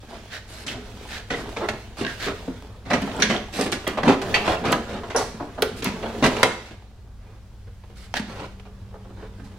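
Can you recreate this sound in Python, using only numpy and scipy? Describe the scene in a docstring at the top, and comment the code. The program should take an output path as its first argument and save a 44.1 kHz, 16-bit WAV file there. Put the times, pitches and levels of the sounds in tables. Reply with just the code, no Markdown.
"""Workshop machines hum while a heavy steel car bumper with a plastic cover is rocked and dragged off its brackets.
It knocks, chatters and scrapes, and shoes scuff the floor; then it drops free with two loud clunks.
The automatic gain control ducks at the loudest clunk and recovers slowly; soft bumps follow as a higher hum swells.
Noise and random tiny contacts make the rubbing, grit and snaps; fading vibrations make the bumper and steel ring."""
import sys
import numpy as np
from scipy import signal
from scipy.fft import rfft, irfft, next_fast_len
from scipy.io import wavfile
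from scipy.ndimage import uniform_filter1d

SR = 44100
rng = np.random.default_rng(int(sys.argv[2]) if len(sys.argv) > 2 else 0)


def materialize(psi):
    """Save the field psi as 16-bit PCM at rate SR to the path in sys.argv[1].

    A 1-D psi becomes a single channel; in a 2-D psi each row is a channel.
    """
    bounded = np.clip(np.atleast_2d(psi).T, -1, 1)
    quanta = np.round(bounded * 32767).astype(np.int16)
    wavfile.write(sys.argv[1], SR, quanta)


N = 422478  # length in samples
TOP_HZ = 16100  # nothing sounds above this


def amp(db):
    """Decibels to gain."""
    return 10 ** (np.asarray(db) / 20)


def rms(x):
    """Root mean square: the average strength of a sound."""
    return np.sqrt(np.mean(x ** 2) + 1e-20)


def along(points, hz):
    """Read a curve of (Hz, value) points, with pitch on a log axis."""
    f, v = np.transpose(points)
    return np.interp(np.log(hz + 1), np.log(f + 1), v)


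def curves(rows):
    """One value per sample for each column after the time."""
    s, *columns = np.transpose(rows)
    return [np.interp(np.arange(N) / SR, s, column) for column in columns]


def wobble(rate, size):
    """A random curve of straight pieces, with rate knots a second."""
    knots = rng.standard_normal(size // 40)
    return np.interp(np.arange(size) * rate / SR, np.arange(size // 40), knots)


def filtered(x, response):
    """Multiply the spectrum of x by a response of frequency."""
    n = x.shape[-1]
    padded = next_fast_len(n + 8192)
    hz = np.fft.rfftfreq(padded, 1 / SR)
    return irfft(rfft(x, padded) * response(hz), padded)[..., :n]


def band(x, edges):
    """Keep only the pitches between two edges in Hz."""
    return signal.sosfilt(signal.butter(3, edges, 'band', fs=SR, output='sos'), x)


# How alike the two ears are. Each row: frequency in Hz, left-right likeness (1 is identical).
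EAR_LIKENESS = [(100, 0.96), (300, 0.98), (600, 0.94), (1100, 0.79), (2200, 0.45), (4000, 0.3),
                (8000, 0.047)]


def ear_angle(hz):
    """Likeness as an angle: 0 when both ears are identical."""
    return np.arccos(np.clip(along(EAR_LIKENESS, hz), -1, 1))


def stereo_noise(spectrum, size):
    """Coloured noise, alike in both ears in the bass and nearly unrelated in the treble."""
    def mid_side(hz):
        half = ear_angle(hz) / 2
        return amp(along(spectrum, hz)) * [np.cos(half), np.sin(half)]

    mid, side = filtered(rng.standard_normal((2, size)), mid_side)
    return np.array([mid + side, mid - side])


def dying(x, decay):
    """Each frequency of x dies at its own speed, given as seconds to fall by 60 dB."""
    hz, t, z = signal.stft(x, SR, nperseg=128)
    fade = amp(-60 * t / along(decay, hz)[:, None])
    return signal.istft(z * fade, SR, nperseg=128)[1][:, :x.shape[-1]]


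def add(track, s, sound):
    """Mix a sound in at time s, in seconds."""
    part = track[:, max(round(s * SR), 0):][:, :sound.shape[-1]]
    part += sound[:, :part.shape[-1]]


def slips(rate, spread_db, size):
    """Tiny contacts at random moments, about rate a second, with randomly varying strength."""
    chance, strength = rng.random(size), rng.standard_normal(size)
    happens = chance < rate / SR
    return happens * amp(spread_db * np.clip(strength, -2, 2)) * rng.choice([-1, 1], size)


def grains(rate, life, size):
    """Envelope of rms 1: each slip flares up and its power dies within its life in seconds."""
    hits = slips(rate, spread_db=0, size=size) ** 2
    power = signal.lfilter([1], [1, -np.exp(-1 / (life * SR))], hits)
    return np.sqrt(power / power.mean())


def patchy(x, depth_db):
    """As the contact point wanders, different resonances come forward and fall back."""
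    z = signal.stft(x, nperseg=1024)[2]
    field = rng.standard_normal(z.shape[1:])
    field = uniform_filter1d(field, size=3, axis=0)  # smooth over frequency
    field = uniform_filter1d(field, size=5, axis=1)  # smooth over time
    return signal.istft(z * amp(depth_db * field / rms(field)), nperseg=1024)[1][:, :x.shape[-1]]


# Colour of the workshop rumble. Each row: frequency in Hz, relative level in dB per Hz.
AIR_COLOUR = [(20, -7.5), (42, 3.5), (70, -3.5), (105, 3.5), (135, -13.5), (220, -16), (300, -26.5),
              (600, -26.5), (1200, -31), (2500, -39), (5000, -39.5), (10000, -47), (16000, -52)]
# Steady motor hums. Each row: frequency in Hz, level in dB.
MOTOR_HUMS = [(59.3, -48), (96, -54), (111, -58.5)]
# A higher hum that swells near the end. Each row: time in seconds, level in dB.
HIGH_HUM = [(0, -59), (7.3, -64), (8.3, -51), (9.58, -48.5)]


def background():
    """Ventilation rumble is coloured noise; motor hums are sines with slightly unsteady timing."""
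    t = np.arange(N) / SR

    def tone(hz, drift):  # drift in radians
        return np.sqrt(2) * np.sin(2 * np.pi * hz * t + drift * wobble(rate=9.3, size=N))

    air = stereo_noise(AIR_COLOUR, size=N)
    hum = sum(amp(db) * tone(hz, drift=hz / 160) for hz, db in MOTOR_HUMS)
    high_hum = amp(curves(HIGH_HUM)[0]) * tone(194, drift=0.13)
    return amp(-43.0) * air / rms(air) + hum + high_hum


# How long the hall echoes. Each row: frequency in Hz, time to fall by 60 dB in seconds.
HALL_DECAY = [(150, 0.28), (500, 0.4), (2500, 0.51), (7000, 0.51), (14000, 0.17)]


def workshop(x, wet_db):
    """Diffuse echo of the cluttered hall: a fresh noise tail answers each quarter second of sound."""
    out, step = np.zeros((2, N)), SR // 4
    colour = [(100, 7.5), (2000, 0.5), (6000, -0.5), (15000, -0.5)]  # Hz, relative dB
    for start in range(0, N, step):
        tail = dying(stereo_noise(colour, size=SR * 2 // 3), HALL_DECAY)
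        tail = tail / np.linalg.norm(tail[0])
        echo = signal.fftconvolve(x[:, start:start + step], tail, axes=1)
        add(out, start / SR + .008, echo)  # the echo sets in 8 ms late
    return amp(wet_db) * out


# Shoes twisting on the concrete. Each row: start in seconds, length in seconds, level in dB.
SHOE_SCUFFS = [(0.29, 0.12, -31.5), (0.653, 0.1, -33), (1.064, 0.17, -34), (2.041, 0.12, -36),
               (2.175, 0.14, -28.5), (8.139, 0.064, -26)]
# Colour of the sole, with a faint squeak near 1.7 kHz. Each row: frequency in Hz, relative level in dB per Hz.
SOLE_COLOUR = [(200, -10.5), (700, -9), (1150, -13), (1450, -5.5), (1700, -0.5), (2050, -6.5), (2700, -9),
               (3900, -8.5), (6000, -16.5), (10000, -27.5), (16000, -35)]


def scuffs():
    """A rubber sole drags over gritty concrete: many short grains of noise swell and fade with the pressure."""
    out, t = np.zeros((2, N)), np.arange(SR // 5) / SR
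    for s, length, db in SHOE_SCUFFS:
        pressure = np.sin(np.pi * np.clip(t / length, 0, 1)) ** 1.65
        drag = grains(rate=1700, life=0.0016, size=len(t)) * stereo_noise(SOLE_COLOUR, len(t))
        add(out, s, amp(db) * pressure * drag / rms(drag))
    return out


# Blows of the bumper on its brackets, and a few soft bumps and footfalls. Each row: time in seconds,
# strength in dB, hardness in dB per octave, thud over the strength in dB, chatter time in seconds.
BLOWS = [(.12, -48, -11, -9, 0.032), (.664, -41.5, 5.5, 0, 0.047), (0.739, -49, -9, 7, 0.02),
         (1.303, -31, 0.3, 1.5, 0.032), (1.565, -32.5, -1.5, -4, 0.02), (1.687, -28.5, 0.4, -8, 0.01),
         (2.011, -36.5, -2, 3.5, 0.04), (2.269, -31.5, -1.5, 0, 0.024), (2.479, -48.5, -6, 16, 0.017),
         (2.903, -27, -1, -3, 0.024), (2.933, -24.5, -0.5, -3.5, 0.017), (3.019, -39.5, 1.5, 13, 0.012),
         (3.075, -38.5, -4, 3, 0.011), (3.113, -43, -1.5, 1, 0.017), (3.192, -39.5, -6, 14, 0.0053),
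         (3.2, -34, 2, -3.5, 0.022), (3.223, -30.5, 2.5, -15.5, 0.037), (3.297, -26, 0, 2.5, 0.03),
         (3.587, -36, -13, 13.5, 0.023), (3.611, -35.5, 2, -2, 0.013), (3.66, -34.5, -1.5, 5, 0.026),
         (3.723, -30.5, 3.5, 3, 0.018), (3.87, -29.5, -1, 2.5, 0.025), (3.974, -28.5, -4.5, -17, 0.021),
         (4.033, -28, -2.5, 2.5, 0.011), (4.079, -24.5, -2.5, -5.5, 0.013), (4.089, -22.5, -3, -12, 0.022),
         (4.217, -37.5, 2.5, -15, 0.012), (4.344, -28, 2, -13, 0.018), (4.359, -29, -1.5, -8, 0.019),
         (4.479, -26, -3.5, -34, 0.009), (4.64, -33, -5, -1, 0.017), (4.651, -29.5, -0.5, 3, 0.03),
         (4.727, -24.5, 0, -5.5, 0.0054), (5.035, -41, -4, -15, 0.016), (5.1, -37, -0.5, -15, 0.027),
         (5.148, -28, -7.5, -21, 0.02), (5.162, -45.5, 9.5, 14, 0.056), (5.398, -39.5, -9, 9.5, 0.027),
         (5.578, -39.5, -8, 4, 0.022), (5.624, -32, 4, -5, 0.0044), (5.631, -31.5, -5.5, -3, 0.0069),
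         (5.823, -37.5, 2.5, 3, 0.016), (5.845, -30.5, 1.5, 0.5, 0.036), (6.026, -35, -4, -1.5, 0.026),
         (6.226, -22.5, -2, 4.5, 0.022), (6.24, -21.5, 1, 3, 0.015), (6.262, -27.5, 2.5, -6.5, .012),
         (6.367, -34, -0.5, 3.5, 0.0064), (6.431, -14, 1, -3.5, 0.0082), (6.451, -28, -7.5, -8, 0.01),
         (6.655, -48.5, 3.5, -4, 0.041), (6.708, -47, -0.5, 9, 0.016), (7.671, -59, -2.5, -1.5, 0.02),
         (7.837, -57, -3.5, -9.5, 0.0094), (7.9, -59, -2.5, -9, 0.014), (8.141, -34.5, 0, -11, 0.0038),
         (8.197, -41, 1.5, 2, 0.0079), (8.598, -56, 0.5, -18, 0.006), (8.654, -53.5, -3, -8, 0.013),
         (8.941, -54.5, -12, -12, 0.017), (9.05, -57.5, -8, -4, 0.025), (9.099, -57.5, -7, 10, 0.014),
         (9.224, -52, -5, 2, 0.016), (9.397, -55.5, -2, 14, 0.016), (9.441, -68, 8.5, 0, 0.033)]
SHIFT_S = 0.045  # fading time of the shifting after a blow, in seconds


def shifting():
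    """Envelope of the rubbing that each blow sets off; it dies as the bumper settles."""
    jolts = np.zeros(N)
    for s, db, *_ in BLOWS:
        jolts[round(s * SR)] = amp(db)
    return signal.lfilter([1], [1, -np.exp(-1 / (SHIFT_S * SR))], jolts)


# Rubbing between the blows. Each row: time in seconds, groan in dB, rasp in dB, both before the trims below.
RUBBING_LEVELS = [(0.0, -37, -43), (.27, -52, -42), (.58, -43.5, -50.5), (.76, -41, -47.5),
                  (1.05, -48, -41), (1.26, -53, -48), (1.41, -37, -41), (1.53, -40.5, -39.5),
                  (1.76, -43, -42.5), (1.92, -51, -49), (2.16, -54, -38), (2.51, -43.5, -44.5),
                  (2.85, -50.5, -54.5), (3.02, -33.5, -40), (3.2, -28, -38.5), (3.5, -44.5, -47),
                  (3.9, -39, -42), (4.1, -31, -52), (4.2, -36.5, -46), (4.3, -29, -32.5),
                  (4.51, -30.5, -41.5), (5.47, -43, -48), (6.15, -34, -40), (6.4, -32, -33),
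                  (6.6, -50, -40.5), (6.8, -52, -53), (7.1, -59, -63.5), (7.76, -66.5, -61),
                  (8.35, -49.5, -47), (8.64, -54.5, -58), (9.58, -50, -55)]
# Colours of the groan, the rasp and a catching edge. Each row: frequency in Hz, relative level in dB per Hz.
GROAN_COLOUR = [(90, -3.5), (160, -4.5), (225, 8), (270, -3), (330, -3), (420, 2.5), (520, -5), (700, -8),
                (1000, -11.5), (1700, -12.5), (3500, -60)]
RASP_COLOUR = [(500, 2), (1200, -3), (2000, -0.5), (3500, -1.5), (6000, -7.5), (9000, -13.5), (15000, -22)]
CATCH_COLOUR = [(100, -33), (250, -0.5), (500, -3.5), (900, -2.5), (1600, -31), (3000, -15), (6000, -33.5),
                (16000, -44.5)]
GROAN_DB, RASP_DB, CATCH_DB = -1.5, -4.5, -7.5  # trims of coarse slips, fine slips and catching edges
SHIFT_GROAN_DB, SHIFT_RASP_DB = -9, -15  # rubbing set off by a blow, relative to its strength


def rubbing():
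    """The bumper's weight drags on the brackets: coarse slips groan, fine ones rasp, and some edges catch."""
    groan_db, rasp_db = curves(RUBBING_LEVELS)
    shift = shifting()
    groan = grains(rate=120, life=0.014, size=N) * patchy(stereo_noise(GROAN_COLOUR, N), depth_db=3.5)
    rasp = grains(rate=780, life=0.0076, size=N) * patchy(stereo_noise(RASP_COLOUR, N), depth_db=2.5)
    catches = grains(rate=17, life=0.0022, size=N) * stereo_noise(CATCH_COLOUR, N)
    # steady rubbing and the shift after a blow add up in power
    groan_gain = np.hypot(amp(groan_db + GROAN_DB), amp(SHIFT_GROAN_DB) * shift)
    rasp_gain = np.hypot(amp(rasp_db + RASP_DB), amp(SHIFT_RASP_DB) * shift)
    catch_gain = amp((groan_db + rasp_db) / 2 + CATCH_DB)
    return (groan_gain * groan / rms(groan) + rasp_gain * rasp / rms(rasp)
            + catch_gain * catches / rms(catches))


# Dry snaps of the plastic cover and of grit. 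Each row: time in seconds, lowest Hz, highest Hz, level in dB.
DRY_SNAPS = [(2.05, 1340, 4180, -21.5), (2.067, 1400, 4230, -23), (2.914, 800, 2200, -15),
             (2.936, 1000, 2200, -18), (3.116, 2400, 3800, -30), (3.019, 8000, 14000, -42),
             (3.165, 7440, 9000, -35), (3.2, 2200, 12000, -35), (3.302, 1200, 2400, -20),
             (3.224, 1495, 10600, -25), (3.364, 2560, 3700, -21), (3.613, 4140, 9000, -20.5),
             (3.72, 2000, 10500, -23.5), (3.878, 2580, 15500, -23), (4.722, 2500, 15000, -22),
             (5.6229, 2810, 5160, -15.5), (5.622, 9000, 15500, -22), (5.845, 2400, 15500, -20.5),
             (6.432, 1790, 9000, -5), (8.141, 1490, 6000, -26), (8.598, 2200, 3400, -41)]
# Flat noise, also used by the squeaks. Each row: frequency in Hz, level in dB per Hz.
FLAT = [(20, 0), (20000, 0)]
SNAP_FADE_S = 0.0031


def snaps():
    """A snap is a brief crack of noise in one band, with no weight behind it."""
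    out, t = np.zeros((2, N)), np.arange(SR // 25) / SR
    for s, low_hz, high_hz, db in DRY_SNAPS:
        crack = band(stereo_noise(FLAT, len(t)), (low_hz, min(high_hz, TOP_HZ)))
        add(out, s - .001, amp(db) * np.exp(-t / SNAP_FADE_S) * crack / rms(crack))
    return out


# Each contact favours a few modes (natural vibrations) of the touched part, which ring out over it.
# Each row: time in seconds, frequency in Hz, level in dB, time to fall by 60 dB in seconds.
FAVOURED_MODES = [(.12, 683, -34.5, 0.23), (.665, 272, -31, 0.073), (.71, 334, -41, .15),
                  (0.751, 247, -37, 0.18), (1.304, 1953, -23.5, 0.095), (1.308, 1470, -27, 0.15),
                  (1.345, 1990, -22.5, 0.063), (1.618, 588, -26, 0.12), (1.636, 1000, -31, .07),
                  (1.645, 2020, -29, .06), (1.687, 566, -23.5, 0.083), (2.013, 245, -17, 0.12),
                  (2.011, 406, -19.5, 0.069), (2.05, 1606, -18, 0.034), (2.065, 1620, -23, 0.066),
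                  (2.239, 1630, -33.5, 0.091), (2.266, 388, -22, 0.21), (2.48, 258.3, -22.5, 0.19),
                  (2.48, 470, -19, 0.032), (2.909, 730, -18, 0.062), (2.932, 248, -14, 0.12),
                  (2.934, 1910, -18.5, 0.046), (3.029, 198, -20.5, 0.15), (3.076, 407, -25, .06),
                  (3.096, 223, -29.5, .18), (3.192, 357, -26, 0.072), (3.234, 209.5, -20.5, 0.36),
                  (3.221, 1565, -22, 0.12), (3.299, 201.5, -16.5, 0.17), (3.302, 2040, -21.5, .06),
                  (3.376, 433, -20.5, 0.066), (3.723, 1920, -37, .1), (3.869, 1988, -23.5, .08),
                  (3.869, 3240, -25, 0.11), (3.868, 618, -25.5, 0.081), (3.975, 725, -33, 0.16),
                  (4.073, 258, -5, 0.11), (4.089, 269.5, -3.5, 0.11), (4.09, 383, -5.5, 0.07),
                  (4.344, 834, -20.5, 0.14), (4.341, 1770, -19.5, .09), (4.343, 1949, -14, 0.11),
                  (4.347, 2276, -18, 0.12), (4.343, 2480, -17, 0.09), (4.346, 2704, -19, 0.21),
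                  (4.343, 3187, -22.5, 0.13), (4.344, 4500, -21, 0.13), (4.495, 723, -16, 0.15),
                  (4.572, 2710, -27.5, 0.065), (4.736, 1650, -21, .08), (4.685, 261, -22.5, 0.08),
                  (4.728, 986, -14.5, 0.086), (5.149, 472, -23, 0.22), (5.624, 430, -10, 0.065),
                  (5.627, 384, -14.5, 0.082), (5.624, 624, -19, 0.032), (5.622, 1380, -20, .035),
                  (5.871, 208, -14, 0.065), (6.225, 271, -11, 0.14), (6.226, 607.5, -15.5, 0.24),
                  (6.245, 427.5, -15.5, 0.14), (6.431, 468, -14.5, 0.19), (6.431, 983, -5.5, 0.057),
                  (6.432, 2110, -9, 0.069), (6.432, 2366, -12, 0.046), (7.672, 472, -47, .2),
                  (7.838, 475, -49, 0.12), (7.9, 477, -48, .14), (8.141, 900, -16, 0.017),
                  (8.169, 1900, -30, .08), (8.198, 206, -16, 0.072), (8.945, 422, -43.5, 0.27),
                  (9.23, 426, -34, 0.13), (9.397, 1560, -49, .1)]


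def rings():
    """The favoured modes swell within a few cycles and die; the loose bumper makes them waver."""
    out, t = np.zeros((2, N)), np.arange(SR // 4) / SR
    side = np.array([[.5], [-.5]])
    for s, hz, db, t60 in FAVOURED_MODES:
        waver = 0.6 * wobble(rate=100, size=len(t)) + rng.uniform(0, 2 * np.pi)
        between_ears = side * ear_angle(hz) * rng.choice([-1, 1])
        swell = 1 - np.exp(-t * hz / 0.5)
        envelope = amp(db - 60 * t / max(t60, .01)) * swell
        add(out, s - .001, envelope * np.sin(2 * np.pi * hz * t + waver + between_ears))
    return out


# Modes of the steel brackets. Each row: frequency in Hz, relative level in dB, time to fall by 60 dB in seconds.
STEEL_MODES = [(1685, -3, .16), (1947, 0, .15), (2374, 0, .12), (2725, -2, .16), (3289, -6, .12),
               (4184, -9, .1), (4920, -11, .14), (5720, -7, .13), (5920, -6, .13), (6094, -7, .14),
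               (6235, -6, .14), (8085, -14, .12), (9910, -15, .12)]


def brackets(t):
    """Steel modes are fading sines, at fresh strengths in each ear."""
    ring = 0
    for hz, db, t60 in STEEL_MODES:
        level_db = db + rng.normal(0, 4.5, (2, 1)) - 60 * t / t60
        phase = rng.uniform(0, 2 * np.pi, (2, 1))
        ring = ring + amp(level_db) * np.sin(2 * np.pi * hz * t + phase)
    return ring / rms(ring[:, :SR // 32])


# Squeaks of steel snatching over steel. Each row: time in seconds, pitch in Hz, width in Hz,
# strength in dB, fading time in seconds.
STEEL_SQUEAKS = [(0.667, 5930, 4000, -39, .02), (0.68, 2970, 900, -34, 0.025),
                 (2.066, 1700, 450, -33, .028), (2.933, 5600, 600, -38, 0.012),
                 (3.222, 1900, 910, -19.5, 0.022), (3.223, 3870, 1310, -20, 0.013),
                 (3.223, 5960, 985, -20, 0.0086), (4.343, 2490, 1670, -26, 0.032),
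                 (4.343, 4500, 690, -28.5, 0.014), (5.163, 5830, 1200, -26, 0.016),
                 (5.163, 9960, 1600, -31, 0.0079)]
SQUEAK_RING_DB = -10  # ring of the brackets, relative to the squeak's strength


def squeaks():
    """A snatch sets one rough band of the bracket singing for a moment, and leaves the steel ringing."""
    out, t = np.zeros((2, N)), np.arange(SR // 5) / SR
    for s, hz, width, db, fade in STEEL_SQUEAKS:
        song = band(stereo_noise(FLAT, len(t)), (hz - width / 2, hz + width / 2))
        squeak = amp(db + 5.0) * np.exp(-t / max(fade, .002)) * song / rms(song)
        add(out, s - .001, squeak + amp(db + SQUEAK_RING_DB) * brackets(t))
    return out


# The bumper's hollow body. Each row: frequency in Hz, width in Hz, relative level in dB.
BODY_MODES = [(160, 40, -22), (228, 42, -6), (270, 22, 4), (393, 42, -3.5), (428, 42, -1), (615, 50, -4),
              (705, 55, -3), (950, 170, -8), (2000, 450, -10)]
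# Its dense higher modes. Each row: frequency in Hz, relative level in dB.
SHELL_COLOUR = [(60, -41), (170, -20), (250, -7), (500, -1), (900, -8), (1600, -7), (2200, -8), (3000, -10),
                (4400, -18.5), (7500, -34.5), (11000, -34), (16000, -47)]
# How fast those die. Each row: frequency in Hz, time to fall by 60 dB in seconds.
SHELL_FADE = [(150, 0.218), (500, 0.053), (2000, 0.15), (6000, 0.067), (14000, 0.011)]


def bumper(force, body_db):
    """The shell's answer to a force: fading noise for its dense modes and fading sines for its hollow body."""
    t = np.arange(SR // 6) / SR
    shell = dying(stereo_noise(SHELL_COLOUR, len(t)), SHELL_FADE)
    shell = shell * (1 + amp(9.5) * np.exp(-t / 0.0035))  # the struck spot speaks first and loudest
    body = 0
    for hz, width, db in BODY_MODES:
        # every contact point sets the modes off differently
        strength = amp(db + rng.normal(0, 1.0)) * width * rng.choice([-1, 1])
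        body = body + strength * np.exp(-np.pi * width * t) * np.sin(2 * np.pi * hz * t)
    answer = shell / rms(shell) + amp(body_db) * body / rms(body)
    return signal.fftconvolve(force[None], answer, axes=1)[:, :len(force)]


# The thud, knock, clank, crack and sizzle ranges. Each row: lower edge in Hz, upper edge in Hz.
SOUND_RANGES = [(120, 350), (350, 1300), (1300, 4000), (4000, 8000), (8000, 16000)]
PIVOT_HZ = 1200  # hardness tilts the levels around this pitch


def contact_levels(colour_db, db, hardness, thud_db):
    """Level of each range: a harder contact tilts them towards the treble; the weight behind it sets the thud."""
    centres_hz = np.sqrt(np.prod(SOUND_RANGES[1:], axis=1))
    octaves = np.log2(centres_hz / PIVOT_HZ)
    return db + np.array(colour_db) + np.append(thud_db, hardness * octaves)


def voiced(x, levels_db, size):
    """A soft contact feeds the low ranges, a hard one the high: set each range's level over the first samples."""
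    parts = [band(x, edges) for edges in SOUND_RANGES]
    return sum(amp(db) * part / rms(part[:, :size]) for db, part in zip(levels_db, parts))


# Sliding strokes. Each row: time in seconds, length in seconds, strength in dB, hardness in dB per octave,
# thud over the strength in dB.
STROKES = [(0.093, 0.13, -42, 3, -1), (0.481, 0.18, -45, 6.5, -27), (1.07, 0.1, -56, 8.5, -10),
           (1.35, 0.084, -42.5, 5, 2), (1.614, 0.058, -31, -3.5, 2), (1.72, 0.054, -48, -7, 10),
           (1.977, 0.071, -36, 4, 4), (2.858, 0.15, -37, 0.5, 11), (3.335, 0.056, -31.5, 0.5, -8),
           (3.533, 0.16, -33.5, 5.5, 1), (4.051, 0.11, -23.5, -0.5, 2), (4.447, 0.12, -25.5, 1, -8),
           (4.654, 0.12, -27.5, 0, 6.5), (4.887, 0.12, -35.5, 0, -10), (5.168, 0.076, -32, -4.5, -5),
           (5.77, .05, -49, 8, -4.5), (6.059, 0.13, -41.5, -2, -8.5), (6.312, 0.21, -31.5, 0, -10),
           (7.189, 0.22, -58, 0.5, 3), (7.963, .12, -53.5, 6.5, -14), (8.285, 0.073, -41.5, 1.5, 3),
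           (8.357, 0.12, -38, 0.7, -0.5), (9.167, 0.12, -49, -0.5, 2)]
# Colour of a stroke of middling hardness: offsets in dB of the thud, knock, clank, crack and sizzle ranges.
STROKE_RANGES_DB = [-2.5, 3.5, -3, -11, -22.5]
# Rust grinding between steel faces, also in the knocks. Each row: frequency in Hz, relative level in dB per Hz.
GRIT_COLOUR = [(100, 0.5), (260, -3.5), (450, -4), (700, -5), (1400, -13.5), (2100, -7), (3200, -15),
               (4300, -11), (6100, -12.5), (7500, -21), (10000, -29.5), (16000, -46)]


def scrapes():
    """Stick and slip: a dense train of contacts swells and fades with each stroke."""
    out, t = np.zeros((2, N)), np.arange(SR // 3) / SR
    for s, length, db, hardness, thud_db in STROKES:
        levels_db = contact_levels(STROKE_RANGES_DB, db, hardness, thud_db)
        pressure = np.sin(np.pi * np.clip(t / length, 0, 1)) ** 0.36
        force = pressure * slips(rate=900, spread_db=2.5, size=len(t))
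        ringing = bumper(force, body_db=-18.5)
        # grit is heard straight from the contact
        grit = patchy(stereo_noise(GRIT_COLOUR, len(t)), depth_db=3.5)
        grit = pressure * grains(rate=900, life=0.0032, size=len(t)) * grit
        stroke = ringing / rms(ringing) + amp(1.0) * grit / rms(grit)
        add(out, s - .008, amp(-3.5) * voiced(stroke, levels_db, size=int(length * SR)))
    return out


# Colour of a blow of middling hardness: offsets in dB of the thud, knock, clank, crack and sizzle ranges.
BLOW_RANGES_DB = [-2.5, 1.5, 1, -7, -18]
BLOW_RING_DB = -13.5  # ring of the brackets, relative to the blow's treble
CRISP_DB, TYPICAL_CHATTER_S = 2, 0.012  # sizzle gained for each halving of the chatter time


def knocks():
    """A blow is a first contact, then a dying chatter of smaller ones; a long chatter starts softly."""
    out, t = np.zeros((2, N)), np.arange(SR // 3) / SR
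    for s, db, hardness, thud_db, chatter in BLOWS:
        levels_db = contact_levels(BLOW_RANGES_DB, db, hardness, thud_db)
        # a brief contact is crisper
        levels_db[-1] += CRISP_DB * np.log2(TYPICAL_CHATTER_S / max(chatter, .001))
        u = t / max(chatter, .001)
        contact = np.exp(-u) * (1 - np.exp(-9 * u))
        taps = slips(rate=1500, spread_db=7.0, size=len(t))
        force = 0.36 * uniform_filter1d(taps, size=2) * contact  # later contacts are softer
        force[0] = 1.9 * np.exp(-chatter / 0.017)
        ringing = bumper(force, body_db=-2.5)
        grit = contact * stereo_noise(GRIT_COLOUR, len(t))  # rusty faces grind as they meet
        mixed = ringing / rms(ringing) + amp(-3.5) * grit / rms(grit)
        blow = voiced(mixed, levels_db, size=SR // 32)
        treble_db = (levels_db[2] + levels_db[3]) / 2  # hard blows wake the steel most
        add(out, s - .001, amp(-0.5) * blow + amp(treble_db + BLOW_RING_DB) * brackets(t))
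    return out


# Balance between the ears. Each row: frequency in Hz, left minus right in dB.
EAR_BALANCE = [(100, -0.5), (500, -0.4), (1000, -1.1), (2000, -3), (4000, -2.5), (8000, -2), (13000, -2.5)]
LAG_SAMPLES = 1.03  # the right ear is reached first


def scene():
    """The bumper sits a little to the right, in the hall's echo and hum."""
    work = scuffs() + rubbing() + snaps() + rings() + squeaks() + scrapes() + knocks()
    work = work + workshop(work, wet_db=-10.5)
    side = np.array([[.5], [-.5]])

    def placement(hz):
        delay = np.exp(-2j * np.pi * side * hz * LAG_SAMPLES / SR)
        return amp(side * along(EAR_BALANCE, hz)) * delay

    return filtered(work, placement) + background()


def gain_control(x, limit_db, recovery_db, start_db):
    """Gain starts start_db down, falls at once above the limit and climbs back by recovery_db a second."""
    power = np.abs(uniform_filter1d(np.mean(x ** 2, axis=0), size=512))
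    level_db = 10 * np.log10(power + 1e-12)
    excess_db = np.maximum(level_db - limit_db, 0)
    excess_db[0] = start_db
    climb = recovery_db * np.arange(N) / SR
    return x * amp(climb - np.maximum.accumulate(excess_db + climb))


def record(dry):
    """Automatic gain control, then a ceiling that clips peaks, then a cut of the highest treble."""
    held = gain_control(dry, limit_db=-9, recovery_db=5.5, start_db=5)
    return filtered(np.clip(held, -.97, .97), lambda hz: hz < TOP_HZ)


dry = scene()
out = record(dry)
materialize(out)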